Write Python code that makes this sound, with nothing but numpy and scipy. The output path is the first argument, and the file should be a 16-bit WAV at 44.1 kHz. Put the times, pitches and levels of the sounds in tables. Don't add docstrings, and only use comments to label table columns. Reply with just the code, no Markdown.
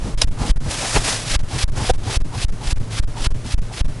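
import sys
import numpy as np
from scipy import signal
from scipy.fft import rfft, irfft
from scipy.io import wavfile
from scipy.ndimage import uniform_filter1d

SR = 44100
rng = np.random.default_rng(int(sys.argv[2]) if len(sys.argv) > 2 else 0)


def generate_wav(signal):
    frames = np.transpose(np.atleast_2d(signal))
    scaled = np.clip(frames, -1, 1) * 32767
    pcm = np.round(scaled).astype(np.int16)
    wavfile.write(sys.argv[1], SR, pcm)


N = 176400
TIME = np.arange(N) / SR
FREQ = np.fft.rfftfreq(N, 1 / SR)
MIC_LIMIT = 1.14
LID_IN_HISS, HISS_SIDE_DB = 0.18, -16

# pass_s, push_s, swing_s, suction_s, hiss_db, hiss_lead_s, rush_db, gust_db
LID_STROKES = [(0.248, 0.024, .020, 0.0165, -28, 0.084, -43, -36),
               (.515, .043, .022, .023, -26, .13, -29.5, -17),
               (1.364, 0.027, .024, 0.014, -18.5, 0.11, -53, -30.5),
               (1.644, 0.033, 0.026, 0.016, -21, .16, -30, -23),
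               (1.913, 0.022, 0.029, 0.014, -21, 0.16, -26.5, -23),
               (2.174, 0.029, 0.019, 0.024, -22.5, 0.14, -30.5, -20),
               (2.451, 0.031, 0.023, 0.016, -24.5, 0.12, -36, -24),
               (2.731, 0.029, 0.026, 0.012, -25, 0.12, -37, -30),
               (3.002, 0.0248, 0.0215, 0.0244, -25.5, 0.096, -38.5, -32.5),
               (3.273, 0.032, 0.02, 0.018, -25, 0.11, -35.5, -37),
               (3.546, 0.032, 0.018, 0.02, -28, 0.1, -41, -35),
               (3.815, 0.03, .020, 0.015, -27.5, 0.091, -43, -52)]
# freq_hz, level_db
RUSH_SPECTRUM = [(30, 9), (150, -6.5), (300, -3), (600, -11.5), (850, -4.5), (1200, -10.5), (2500, -25.5),
                 (5000, -25), (11000, -32)]
GUST_SPECTRUM = [(15, 2), (40, -6), (75, -2), (120, 4.5), (170, -7.5), (300, -15.5), (800, -34),
                 (11000, -78)]
KNOCK_SPECTRUM = [(100, -12), (300, -5), (500, -1), (800, -1.5), (1100, -10), (1600, -19), (3000, -12.5),
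                  (11000, -39)]


def amp(db):
    return 10 ** (np.asarray(db) / 20)


def unit(x):
    return x / np.sqrt(np.mean(x ** 2) + 1e-20)


def bell(peak_s, width_s):
    return np.exp(-((TIME - peak_s) / width_s) ** 2)


def wander(hz):
    return unit(irfft(rfft(rng.standard_normal(N)) / (1 + (FREQ / hz) ** 4), N))


def noise(spectrum, extra_db=0, side_db=-19):
    freq_hz, level_db = np.transpose(spectrum)
    gain = amp(np.interp(np.log(FREQ + 1), np.log(freq_hz), level_db) + extra_db) * (FREQ > 12)
    mid, side = irfft(rfft(rng.standard_normal((2, N))) * gain, N)
    return unit(mid + amp(side_db) * np.array([side, -side]))


def lid_colour_db():
    # freq_hz, width_hz, boost_db
    modes = [(2620, 90, 11), (3350, 110, 8), (3850, 130, 9), (5070, 200, 10), (5850, 300, 6),
             (8500, 400, 3)]
    return sum(db / (1 + (2 * (FREQ - hz) / width_hz) ** 2) for hz, width_hz, db in modes)


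def outdoors():
    # freq_hz, level_db
    rumble_spectrum = [(15, 1.5), (35, 7.5), (70, -14.5), (125, -3), (200, -16), (330, -20), (550, -23.5),
                       (900, -28), (1400, -29.5), (2800, -34.5), (6000, -37), (11000, -41)]
    # pitch_hz, level_db
    partials = [(108, -34.5), (248, -49), (602, -55)]
    hum = sum(amp(db) * np.sqrt(2) * np.sin(2 * np.pi * hz * TIME + 1.24 * wander(hz=2.5))
              for hz, db in partials)
    return amp(-28.5) * noise(rumble_spectrum) + hum


def lid():
    # freq_hz, level_db
    snap_spectrum = [(100, -2), (900, 4.5), (2000, -3), (4500, 4.5), (7000, 0), (11000, -2.5)]
    # pitch_hz, level_db
    partials = [(385, -22), (497, -15), (758, -16.5), (1550, -33)]
    snap_s, hold_s, decay_s, tail_s = .2172, 0.0026, 0.0019, 0.0056
    t = TIME - snap_s
    crack = np.exp(-np.maximum(t - hold_s, 0) / decay_s) * (t > 0)
    tail = amp(-3.5) * np.exp(-abs(t - hold_s) / tail_s) * (t > -hold_s)
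    snap = amp(-8) * np.hypot(crack, tail) * noise(snap_spectrum, lid_colour_db())
    buzz = sum(amp(db) * np.sqrt(2) * np.sin(2 * np.pi * (hz * TIME + rng.random()))
               for hz, db in partials)
    return snap + bell(peak_s=1.902, width_s=0.0069) * (buzz + amp(-18) * noise(KNOCK_SPECTRUM))


def edge_air():
    # peak_s, level_db, resonance_hz
    hollows = [(.43, -33, 814), (0.841, -28, 616), (1.53, -34.5, 800), (2.08, -36, 700),
               (2.345, -34.5, 880), (2.635, -35, 860), (3.18, -34, 850), (3.715, -38, 855)]
    # peak_s, level_db, width_s
    swishes = [(.962, -19.5, 0.0056), (1.35, -24, .012), (2.155, -33, 0.011), (2.984, -31.5, 0.0084),
               (3.263, -21.5, 0.008), (3.779, -28, .006), (3.808, -29, 0.0082)]
    # freq_hz, level_db
    swish_spectrum = [(100, -4.5), (700, 1), (2400, 1), (4500, -4), (7000, -13), (11000, -17)]
    puffs = 0
    for peak_s, db, hz in hollows:
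        resonance_db = -20 * np.log10(1 + ((FREQ / hz - 1) / 0.36) ** 2)
        puffs += amp(db) * bell(peak_s, width_s=0.022) * noise(RUSH_SPECTRUM, resonance_db)
    swish_gain = sum(amp(db) * bell(peak_s, width_s) for peak_s, db, width_s in swishes)
    return puffs + swish_gain * noise(swish_spectrum, LID_IN_HISS * lid_colour_db(), HISS_SIDE_DB)


def buffets():
    # peak_s, level_db, width_s
    bursts = [(0.072, -25, 0.068), (.42, -20.5, 0.022), (.675, -23.5, 0.037), (0.966, -13.5, 0.023),
              (1.04, -25.5, 0.079), (1.781, -17.5, 0.019)]
    thumps = [(.075, -18.5, 0.029), (.49, -19, 0.017), (.67, -22.5, 0.024), (1.555, -22.5, 0.017),
              (1.778, -16.5, 0.01), (2.1, -28.5, 0.027), (2.82, -26.5, 0.02), (3.461, -22, 0.0136)]
    # freq_hz, level_db
    burst_spectrum = [(30, 23), (110, 11.5), (200, 0.5), (600, -0.5), (1000, -5), (1600, -11), (3500, -15),
                      (6000, -14), (11000, -20.5)]
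    burst_gain = sum(amp(db) * bell(peak_s, width_s) for peak_s, db, width_s in bursts)
    thump_gain = sum(amp(db) * bell(peak_s, width_s) for peak_s, db, width_s in thumps)
    return burst_gain * noise(burst_spectrum) + thump_gain * noise(GUST_SPECTRUM)


def sweep():
    # time_s, level_db
    envelope = [(.6, -48), (.68, -38), (.71, -23), (.76, -25.5), (.85, -23), (.93, -21.5), (.965, -18.5),
                (1.0, -28.5), (1.03, -25.5), (1.08, -17), (1.13, -21.5), (1.2, -28), (1.26, -32.5),
                (1.34, -47)]
    # freq_hz, level_db
    air_spectrum = [(30, -20), (130, -8), (260, 0.5), (400, -4), (600, 3), (950, -0.5), (1800, 0),
                    (3000, -1.5), (5200, -1), (6500, -2), (11000, -5.5)]
    level_db = np.interp(TIME, *np.transpose(envelope), left=-99, right=-99) + 1.14 * wander(hz=60.6)
    air = amp(level_db) * noise(air_spectrum, LID_IN_HISS * lid_colour_db(), side_db=-31)
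    knock = amp(-13) * bell(peak_s=.969, width_s=0.0075) * noise(KNOCK_SPECTRUM)
    return air + knock


def whooshes():
    # freq_hz, level_db
    hiss_spectrum = [(30, -12), (250, -5), (600, 1.5), (1000, -1), (1800, 1.5), (3000, 2.5), (5000, 2),
                     (6500, -2), (11000, -4.5)]
    rise_db_per_s, fall_db_per_s, crest_lead_s, onset_s = 123, 502, .012, 0.0066
    rush_lead_s, gust_lead_s = 0.072, 0.088
    wake_db, wake_width_s = -24.5, .014
    hiss_power = rush_gain = gust_gain = 0
    for pass_s, push_s, swing_s, suction_s, hiss_db, hiss_lead_s, rush_db, gust_db in LID_STROKES:
        t = TIME - pass_s + crest_lead_s
        onset = .5 + .5 * np.tanh((TIME - pass_s + hiss_lead_s) / onset_s)
        hiss_power += (onset * amp(hiss_db + np.minimum(rise_db_per_s * t, -fall_db_per_s * t))) ** 2
        rush_gain += amp(rush_db) * bell(pass_s - rush_lead_s, width_s=0.066)
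        gust_gain += amp(gust_db) * bell(pass_s - gust_lead_s, width_s=0.033)
        release_s = pass_s + push_s + swing_s + suction_s
        gust_gain += amp(wake_db) * bell(release_s + wake_width_s, wake_width_s)
    hiss = np.sqrt(hiss_power) * noise(hiss_spectrum, LID_IN_HISS * lid_colour_db(), HISS_SIDE_DB)
    hiss *= amp(1.5 * wander(hz=60))
    rush = rush_gain * noise(RUSH_SPECTRUM) * amp(2.5 * wander(hz=35))
    return hiss + rush + gust_gain * noise(GUST_SPECTRUM)


def pressure():
    # lead_s, pressure
    bow_wave = [(0.1, -0.07), (0.082, -0.32), (0.051, 0.36), (0.0243, -0.13), (.01, 0.14)]
    # peak_s, pressure, width_s
    puffs = [(0.017, 0.4, 0.0095), (.163, -1.73, 0.0165), (0.503, -1.04, 0.0043), (.981, 0.63, 0.008),
             (1.322, -0.66, 0.011), (1.885, -.5, 0.013), (2.677, 0.64, 0.0072), (3.215, 0.76, 0.013)]
    push_peak, suction_peak, edge_s, settle_s = 2.1, -1.6, 0.0064, 0.036
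    tick_peak, tick_decay_s = .075, .0005
    wave = sum(height * bell(peak_s, width_s) for peak_s, height, width_s in puffs)
    ticks = 0
    for pass_s, push_s, swing_s, suction_s, *_ in LID_STROKES:
        turn_s, back_s = push_s + swing_s / 2, push_s + swing_s
        release_s = back_s + suction_s
        points = [(-0.0034, 0.0016)] + [(-lead_s, height) for lead_s, height in bow_wave]
        points += [(0, 1), (push_s / 2, push_peak), (push_s, 1), (turn_s, 0.15), (back_s, -1),
                   (back_s + edge_s, suction_peak), (release_s - edge_s, suction_peak),
                   (release_s, -1), (release_s + settle_s, 0.051), (.16, 0)]
        wave += np.interp(TIME - pass_s, *np.transpose(points))
        t = TIME - pass_s - turn_s
        ticks -= tick_peak * (t > 0) * np.exp(-abs(t) / tick_decay_s)
    return uniform_filter1d(wave, size=220) + uniform_filter1d(ticks, size=6)


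def scene():
    port_gain = 1 + 0.038 * wander(hz=10.8) * np.array([[1], [-1]])
    return (whooshes() + sweep() + MIC_LIMIT * port_gain * pressure()
            + buffets() + edge_air() + lid() + outdoors())


def record(dry):
    leak, dull_leak, dull_band_hz = 0.048, .17, [250, 2080]
    bass_cuts_hz, ceiling, top_hz = (29.8, 15.2), .92, 11200
    held = np.clip(dry, -MIC_LIMIT, MIC_LIMIT)
    excess = dry - held
    dull = signal.sosfilt(signal.butter(2, dull_band_hz, "band", fs=SR, output="sos"), excess)
    mic = held + leak * excess + dull_leak * dull
    for hz in bass_cuts_hz:
        mic = signal.lfilter(*signal.butter(1, hz, "high", fs=SR), mic)
    lowpass = signal.firwin(301, top_hz, window=("kaiser", 7), fs=SR)
    return signal.oaconvolve(np.clip(mic, -ceiling, ceiling), lowpass[None], "same")


dry = scene()
out = record(dry)
generate_wav(out)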